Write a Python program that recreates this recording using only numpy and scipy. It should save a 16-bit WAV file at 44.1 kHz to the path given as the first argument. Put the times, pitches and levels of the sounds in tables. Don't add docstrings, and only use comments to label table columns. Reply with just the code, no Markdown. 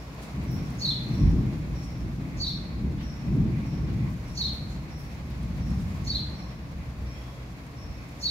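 import sys
import numpy as np
from scipy import signal
from scipy.fft import rfft, irfft
from scipy.io import wavfile
from scipy.ndimage import uniform_filter1d

SR = 44100
rng = np.random.default_rng(int(sys.argv[2]) if len(sys.argv) > 2 else 0)


def digitize_waveform(pressure):
    field = np.atleast_2d(pressure).T
    bounded = np.clip(field, -1, 1)
    quanta = np.round(bounded * 32767).astype(np.int16)
    wavfile.write(sys.argv[1], SR, quanta)


N = 366030
TIME = np.arange(N) / SR
BINS = np.fft.rfftfreq(N, 1 / SR)

# (frequency [Hz], likeness [-1 to 1])
LIKENESS = [(50, 1), (250, 0.6), (500, 0.85), (1000, 0.13), (2000, -0.15), (4000, 0.02), (16000, -0.05)]


def gain_of(db):
    return 10 ** (np.asarray(db) / 20)


def evened(x):
    return x / np.sqrt(np.mean(x ** 2) + 1e-20)


def read(points, hz):
    f, value = np.transpose(points)
    return np.interp(np.log(hz + 1), np.log(f + 1), value)


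def follow(rows, t):
    times, *columns = np.transpose(rows)
    return [np.interp(t, times, column) for column in columns]


def add(mix, start, sound):
    at = round(start * SR)
    sound = sound[..., max(-at, 0):]
    part = mix[..., max(at, 0):][..., :sound.shape[-1]]
    part += sound[..., :part.shape[-1]]


def coloured(x, colour):
    n = x.shape[-1]
    return evened(irfft(rfft(x) * gain_of(read(colour, np.fft.rfftfreq(n, 1 / SR))), n))


def wander(n, rate_hz):
    hz = np.fft.rfftfreq(n, 1 / SR)
    return evened(irfft(rfft(rng.standard_normal(n)) * np.exp(-(hz / rate_hz) ** 2) * (hz > 0), n))


def noise_pair(colour, likeness):
    # (frequency [Hz], left minus right [dB])
    balance = [(50, -1), (130, 1.5), (300, 0.4), (1000, 0), (2200, -1), (4000, -0.9), (8000, 3.5),
               (12000, 2.2)]
    lean = gain_of(read(balance, BINS) / 2)
    left, other = rfft(rng.standard_normal((2, N)))
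    right = likeness * left + np.sqrt(1 - likeness ** 2) * other
    return coloured(irfft(np.array([left * lean, right / lean]), N), colour)


def traffic(boost_db=2.5, surge_db=.9, tyre_swell_db=3):
    # (frequency [Hz], level [dB])
    wash_colour = [(100, -51), (300, -7.5), (450, 2), (640, 1), (900, -1.5), (1100, -2.5), (1350, -5.5),
                   (1700, -6), (2050, -6), (2600, -8.5), (3000, -13), (4400, -13.5), (6300, -23),
                   (8500, -32.5)]
    # (time [s], level [dB])
    loudness = [(0, -51.5), (.4, -49), (1.2, -49.5), (2.1, -52.5), (3.7, -51), (5.2, -51.5), (5.9, -50),
                (6.7, -52.5), (7.1, -51.3), (7.5, -52.5), (8.3, -52)]
    # (colour as (frequency [Hz], level [dB]) points, level added to that rise and fall [dB])
    tyres = [([(700, -40), (1000, -2), (1130, 1), (1450, -37)], -11), ([(1500, -38), (2000, 1),
             (2550, -1.5), (3100, -37)], -9.5)]
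    likeness = read(LIKENESS, BINS)
    slow_db = follow(loudness, TIME)[0]
    out = noise_pair(wash_colour, likeness)
    out *= gain_of(boost_db + slow_db + surge_db * wander(N, rate_hz=18))
    for colour, db in tyres:
        band = noise_pair(colour, likeness)
        out += band * gain_of(db + slow_db + tyre_swell_db * wander(N, rate_hz=6.5))
    return out


def air_hiss(flicker_db=1.1):
    # (frequency [Hz], level [dB])
    colour = [(2000, -0.5), (5000, 8.5), (7000, 6.5), (8500, -2.5), (10000, 0), (11700, 2), (13500, -2.5),
              (16000, -5)]
    # (time [s], level [dB])
    loudness = [(0, -60.5), (.7, -58), (2, -61), (2.8, -63), (4.0, -61.5), (4.4, -58.5), (4.9, -61.5),
                (6, -58.5), (6.6, -64.5), (7.25, -60.5), (7.85, -63), (8.3, -59)]
    hiss = noise_pair(colour, read(LIKENESS, BINS))
    return hiss * gain_of(follow(loudness, TIME)[0] + flicker_db * wander(N, rate_hz=34))


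def hum(waver=0.00667):
    # (pitch [Hz], level [dB])
    tones = [(59.2, -53), (123.8, -49.5), (279, -60), (619, -69.5), (1098, -72)]
    out = np.zeros(N)
    for hz, db in tones:
        pitch = hz * (1 + waver * wander(N, rate_hz=7.04))
        out += gain_of(db) * evened(np.sin(2 * np.pi * np.cumsum(pitch) / SR))
    return out


def gust_levels(rise_shape=1.65, fall_shape=1.08):
    # (buffeting [dB], rumble [dB], rush [dB])
    breeze = (-44, -45.5, -49.5)
    # (peak time [s], rumble [dB], rise [s], fall [s],
    # buffeting above the rumble [dB], rush above the rumble [dB])
    gusts = [(.42, -34.5, 0.072, 0.14, -1.5, -10), (.6, -32, 0.14, 0.085, -5, -6),
             (.85, -34, 0.085, 0.25, -11, -10), (1.14, -29, 0.065, .045, -8, -6.5),
             (1.209, -21.5, .018, 0.037, 1, -9), (1.265, -24, 0.022, .045, 6.5, -8.5),
             (1.338, -25.5, 0.014, .025, 2, -7), (1.41, -25.5, 0.062, 0.077, -15, -5),
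             (1.7, -35, 0.14, 0.18, 1.5, -7.5), (2.05, -34, 0.055, 0.085, 0, -6),
             (2.25, -35, 0.078, 0.11, -9, -4), (2.42, -40, 0.043, 0.041, 7.5, -5.5),
             (2.56, -34.5, 0.044, 0.065, -3, -9), (2.87, -31.5, 0.1, 0.13, 1.5, -5),
             (3.38, -23, 0.074, 0.13, -6.5, -7), (3.8, -30.5, 0.066, 0.19, -1.5, -7.5),
             (4.04, -27.5, 0.09, 0.048, -7, -11), (4.47, -39.5, 0.13, 0.12, 3, -8),
             (4.72, -37.5, 0.12, 0.25, -0.5, -9), (5.5, -36.5, 0.19, 0.16, 2.5, -9),
             (5.77, -30, 0.17, 0.1, 0, -13.5), (6.08, -35.5, 0.12, 0.24, 1, -10),
             (6.8, -42, 0.087, 0.12, 4.5, -17), (7.04, -44, 0.052, 0.06, 11.5, -8),
             (7.9, -50.5, 0.041, 0.042, 16.5, -10)]
    power = gain_of(breeze)[:, None] ** 2 * np.ones(N)
    for peak, db, rise, fall, buffet_db, rush_db in gusts:
        gap = abs(TIME - peak)
        away = np.where(TIME < peak, (gap / rise) ** rise_shape, (gap / fall) ** fall_shape)
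        power += gain_of([[db + buffet_db], [db], [db + rush_db]]) ** 2 * np.exp(-np.minimum(away, 20))
    return 10 * np.log10(power)


def turbulence(colour, db, likeness, span_s=0.14):
    noise = noise_pair(colour, likeness)
    power = uniform_filter1d((noise ** 2).mean(0), round(span_s * SR))
    power = uniform_filter1d(power, round(span_s * SR / 2))
    return gain_of(db) * noise / np.sqrt(abs(power) + 1e-9)


def wind():
    # (frequency [Hz], level [dB])
    buffet = [(15, -39), (31, -25), (39, -10), (48, -6.5), (59, 3), (68, 1.5), (78, -5), (95, -7.5),
              (120, -43), (1000, -130)]
    rumble = [(65, -29), (95, -8.5), (120, 0.5), (138, 0), (147, 0), (158, -0.5), (185, -3), (220, -6),
              (260, -23), (1500, -130)]
    rush = [(150, -29), (220, -2), (255, -2.5), (280, -1.5), (330, -5.5), (400, -16), (550, -27.5),
            (1000, -41), (8000, -120)]
    buffet_db, rumble_db, rush_db = gust_levels()
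    return (turbulence(buffet, buffet_db - 0.3, likeness=0.98)
            + turbulence(rumble, rumble_db + 0.7, likeness=0.97)
            + turbulence(rush, rush_db - 1, likeness=0.88))


def puff(db, hz, octaves, rise, fade):
    t = TIME[:SR // 2]
    f = np.fft.rfftfreq(len(t), 1 / SR)
    band = np.exp(-.5 * (np.log2((f + 1) / hz) / octaves) ** 2)
    noise = irfft(rfft(rng.standard_normal((2, len(t)))) * band)
    return evened(noise) * np.minimum(t / rise, 1) * gain_of(db - 60 * np.maximum(t - rise, 0) / fade)


def ticks_and_rustles():
    # (time [s], level [dB], centre frequency [Hz])
    ticks = [(.438, -52, 10000), (.704, -50, 8460), (.726, -56, 14000), (1.582, -55, 11000),
             (4.103, -55, 11000), (4.533, -50, 11000), (5.303, -50, 14300), (5.43, -54, 9000),
             (5.703, -52, 8000), (7.666, -55, 8000), (8.089, -54, 9000)]
    # (time [s], level [dB], centre frequency [Hz], width [octaves], rise [s], fade [s])
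    rustles = [(0.209, -50.5, 4480, 1, 0.02, 0.27), (.505, -52.5, 13500, 0.43, .008, 0.4),
               (1.12, -62, 11000, .6, .02, .5), (1.823, -54.5, 5830, 0.5, 0.017, 0.16),
               (2.96, -49.5, 2400, .7, 0.055, 0.32), (3.0, -66, 11600, .4, .03, 0.24),
               (3.86, -52, 2000, 0.71, 0.034, 0.27), (4.275, -58, 6000, .8, .008, .25),
               (4.535, -59, 11000, .5, .008, .3), (4.691, -58.5, 6200, 0.29, 0.021, 0.48),
               (4.96, -60, 11970, .6, .04, 0.51), (5.289, -55, 2800, 0.63, 0.025, .25),
               (5.79, -58, 7000, .8, 0.019, 0.26)]
    out = np.zeros((2, N))
    for start, db, hz in ticks:
        add(out, start, puff(db, hz, octaves=0.46, rise=.0005, fade=.019))
    for start, *rustle in rustles:
        add(out, start, puff(*rustle))
    return out


def eaves(x, direct_db, tail_db, right_db=1, linger=1, build_s=0.0013, lag_s=.0003):
    # (delay [s], left gain [factor], right gain [factor])
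    echoes = [(.0031, 0.6, -0.22), (.0074, -0.11, .8), (0.0112, 0.5, 0.35), (0.0235, 0.6, 0.18),
              (0.049, -.33, -.3), (.067, -0.29, 0.11), (0.093, -0.24, 0.0062)]
    # (frequency [Hz], time to drop 60 dB at linger 1 [s])
    fade_times = [(3200, 0.8), (3650, 0.69), (4150, 0.68), (4600, 0.65), (5600, 0.61), (7000, 0.56),
                  (13000, 0.35)]
    taps = np.zeros((2, SR))
    slots = np.arange(100, SR - 20, 20)
    arrivals = slots + rng.integers(0, 20, (2, len(slots)))
    np.put_along_axis(taps, arrivals, rng.choice([-1, 1], arrivals.shape), 1)
    taps *= gain_of(3 * wander(SR, rate_hz=120))
    hz, t, bands = signal.stft(taps, SR, nperseg=256)
    fade = gain_of(-60 * t / (linger * read(fade_times, hz)[:, None]))
    tail = signal.istft(bands * fade, SR)[1][:, :SR]
    tail *= 1 - np.exp(-TIME[:SR] / build_s)
    room = gain_of(tail_db) * tail / np.linalg.norm(tail, axis=1, keepdims=True)
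    room[0, 0] += gain_of(direct_db)
    room[1, round(lag_s * SR)] += gain_of(direct_db)
    for delay, *sides in echoes:
        room[:, round(delay * SR)] += gain_of(direct_db) * np.array(sides)
    return signal.fftconvolve(x[None], room, axes=1)[:, :N] * gain_of([[-right_db / 2], [right_db / 2]])


def syrinx(hz, db, jitter, jitter_hz=600, second_db=-42, third_db=-39.5):
    pitch = hz * (1 + jitter * wander(len(hz), jitter_hz))
    angle = 2 * np.pi * np.cumsum(pitch) / SR
    blur = 1.7 * wander(len(hz), rate_hz=700)
    second = gain_of(second_db) * np.sin(2 * angle + blur)
    third = gain_of(third_db) * np.sin(3 * angle + blur)
    return gain_of(db) * evened(np.sin(angle) + second + third) * signal.windows.tukey(len(hz), .04)


def peeping_bird(pitch_hz=5600, sag_hz_per_s=6.8):
    # (time [s], level [dB], length [s])
    peeps = [(-.1, -52, .11), (.466, -56.5, 0.1), (1.1, -58, 0.13), (1.738, -58, 0.12), (2.392, -60, 0.12),
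             (3.006, -57.5, 0.12), (3.63, -62, 0.14), (4.244, -62, 0.092), (4.89, -59, 0.099),
             (5.593, -61, 0.12), (6.333, -59.5, 0.098), (7.052, -61, 0.09), (7.756, -58.5, 0.09)]
    # (share of its length [0 to 1], pitch [factor], level [dB])
    shape = [(0, 1.012, -12), (.14, 1.01, 1), (.32, .97, 1.5), (.48, .995, -6), (.65, 1.006, 2),
             (.87, .972, 2), (1, .945, -9)]
    out = np.zeros(N)
    for start, db, length in peeps:
        bend, effort_db = follow(shape, np.linspace(0, 1, round(length * SR)))
        hz = (pitch_hz - sag_hz_per_s * start) * bend
        add(out, start, syrinx(hz, db + effort_db, jitter=0.022, jitter_hz=418))
    return out


def whistling_bird(start_s=7.09, length_s=.27, from_hz=3200, to_hz=3470, flutter_db=5):
    out = np.zeros(N)
    n = round(length_s * SR)
    swell = signal.windows.tukey(n, .2) * evened(gain_of(flutter_db * wander(n, rate_hz=25)))
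    add(out, start_s, swell * syrinx(np.linspace(from_hz, to_hz, n), db=-67, jitter=0.02))
    return out


def rough_noise(n, colour, flicker_db, rate_hz):
    return coloured(rng.standard_normal(n), colour) * evened(gain_of(flicker_db * wander(n, rate_hz)))


def chirp_note(t, top, dip, arch, accent_db, arch_db, drift=0.0067, flutter_db=2.5):
    # (time in the chirp [s], level [dB])
    effort = [(-.04, -50), (-.026, -24), (-.008, -20), (-.003, -12), (.002, -2), (.011, -.5), (.021, 0),
              (.032, 2), (.041, 2), (.05, -6), (.062, -10), (.071, -4), (.082, 2.5), (.091, -0.5),
              (.101, -7), (.113, -20), (.13, -26.5)]
    # (time in the chirp [s], pitch [Hz])
    tune = [(-.03, 1.6 * top), (-.019, 1.2 * top), (-.012, 1.03 * top), (-.005, .93 * top),
            (0, .975 * top), (.01, 1.005 * top), (.029, top), (.039, .96 * top),
            (.05, dip), (.061, dip), (.072, 1.03 * dip), (.081, .97 * arch), (.091, 1.01 * arch),
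            (.099, .82 * arch), (.11, .79 * arch), (.13, .68 * arch)]
    hz = uniform_filter1d(follow(tune, t)[0], size=180)
    hz *= 1 + drift * wander(len(t), rate_hz=80)
    db = follow(effort, t)[0] + np.interp(t, [.028, .04, .055, .075], [0, accent_db, 0, arch_db])
    db -= .004 * np.maximum(4100 - hz, 0)
    return syrinx(hz, db + flutter_db * wander(len(t), rate_hz=82), jitter=0.012)


def near_bird(sizzle_db=-31):
    # (time [s], level [dB], top pitch [Hz], dip pitch [Hz], arch pitch [Hz], stretch [factor],
    # accent on the fall to the dip [dB], arch boost [dB], rasp [dB], hoarseness [dB], upper voice [dB])
    chirps = [(0.814, -27.8, 4446, 3780, 4300, 0.95, 5, 4.5, -17, -24, -18),
              (2.398, -32, 4495, 3730, 4330, 1.03, 3, 1.5, -14.5, -17, -13),
              (4.375, -30.7, 4460, 3748, 4340, 0.98, 6.5, 3.5, -14.5, -18, -17),
              (6.073, -31.7, 4440, 3760, 4255, 1, 0, 2.5, -14.5, -14.5, -20),
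              (8.229, -28, 4490, 3870, 4260, 0.96, 3, 5, -17, -29, -16)]
    # (time in the chirp [s], pitch [Hz], level [dB])
    upper_voice = [(.04, 5710, -30), (.058, 5500, -6), (.074, 5410, -.5), (.086, 5250, -15),
                   (.1, 5100, -40)]
    # (time in the chirp [s], pitch [Hz], level [dB])
    lead_in = [(-.034, 6890, -50), (-.02, 6720, -24), (-.002, 6350, -18), (.016, 6550, -21.5),
               (.03, 6400, -36), (.05, 6300, -70)]
    # (time in the chirp [s], level [dB])
    rasp_shape = [(-.04, -18), (-.024, -3.5), (-.005, -0.5), (.017, -1), (.03, -14), (.06, -17), (.08, -17),
                  (.11, -33)]
    # (frequency [Hz], level [dB])
    rasp_colour = [(2500, -35), (3500, -6), (4300, 2), (4900, -1), (5500, 9), (5950, 5.5), (6550, 7),
                   (7000, 3), (7500, -9), (9000, -25), (12500, -27), (16000, -35)]
    sizzle_colour = [(6500, -21), (7800, 4), (8200, -4), (8650, -1), (9300, -7), (10500, -4), (11500, .5),
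                     (13200, 0), (14000, -9), (16000, -11)]
    out = np.zeros(N)
    t = np.arange(-.04, .14, 1 / SR)
    n = len(t)
    for start, db, top, dip, arch, stretch, accent_db, arch_db, rasp_db, hoarse_db, upper_db in chirps:
        note = chirp_note(t / stretch, top, dip, arch, accent_db, arch_db)
        note *= 1 + gain_of(hoarse_db) * wander(n, rate_hz=640)
        upper_hz, upper_effort_db = follow(upper_voice, t / stretch)
        upper = syrinx(upper_hz, upper_db + upper_effort_db, jitter=0.035)
        squeak = syrinx(*follow(lead_in, t), jitter=0.021)
        rasp = rough_noise(n, rasp_colour, flicker_db=5.5, rate_hz=114)
        rasp *= gain_of(rasp_db + follow(rasp_shape, t)[0])
        sizzle = rough_noise(n, sizzle_colour, flicker_db=4.8, rate_hz=220)
        sizzle *= gain_of(sizzle_db) * signal.windows.tukey(n, .5)
        add(out, start + t[0], gain_of(db) * (note + upper + squeak + rasp + sizzle))
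    return out


def scene():
    near = eaves(near_bird(), direct_db=-4.4, tail_db=-5.7)
    far = eaves(peeping_bird() + whistling_bird(), direct_db=-5.5, tail_db=3, right_db=0.5, linger=1.43)
    return near + far + ticks_and_rustles() + wind() + traffic() + air_hiss() + hum()


def record(dry):
    low_pass = signal.firwin(511, 15800, window=("kaiser", 9), fs=SR)
    return signal.oaconvolve(dry, low_pass[None], "same")


dry = scene()
out = record(dry)
digitize_waveform(out)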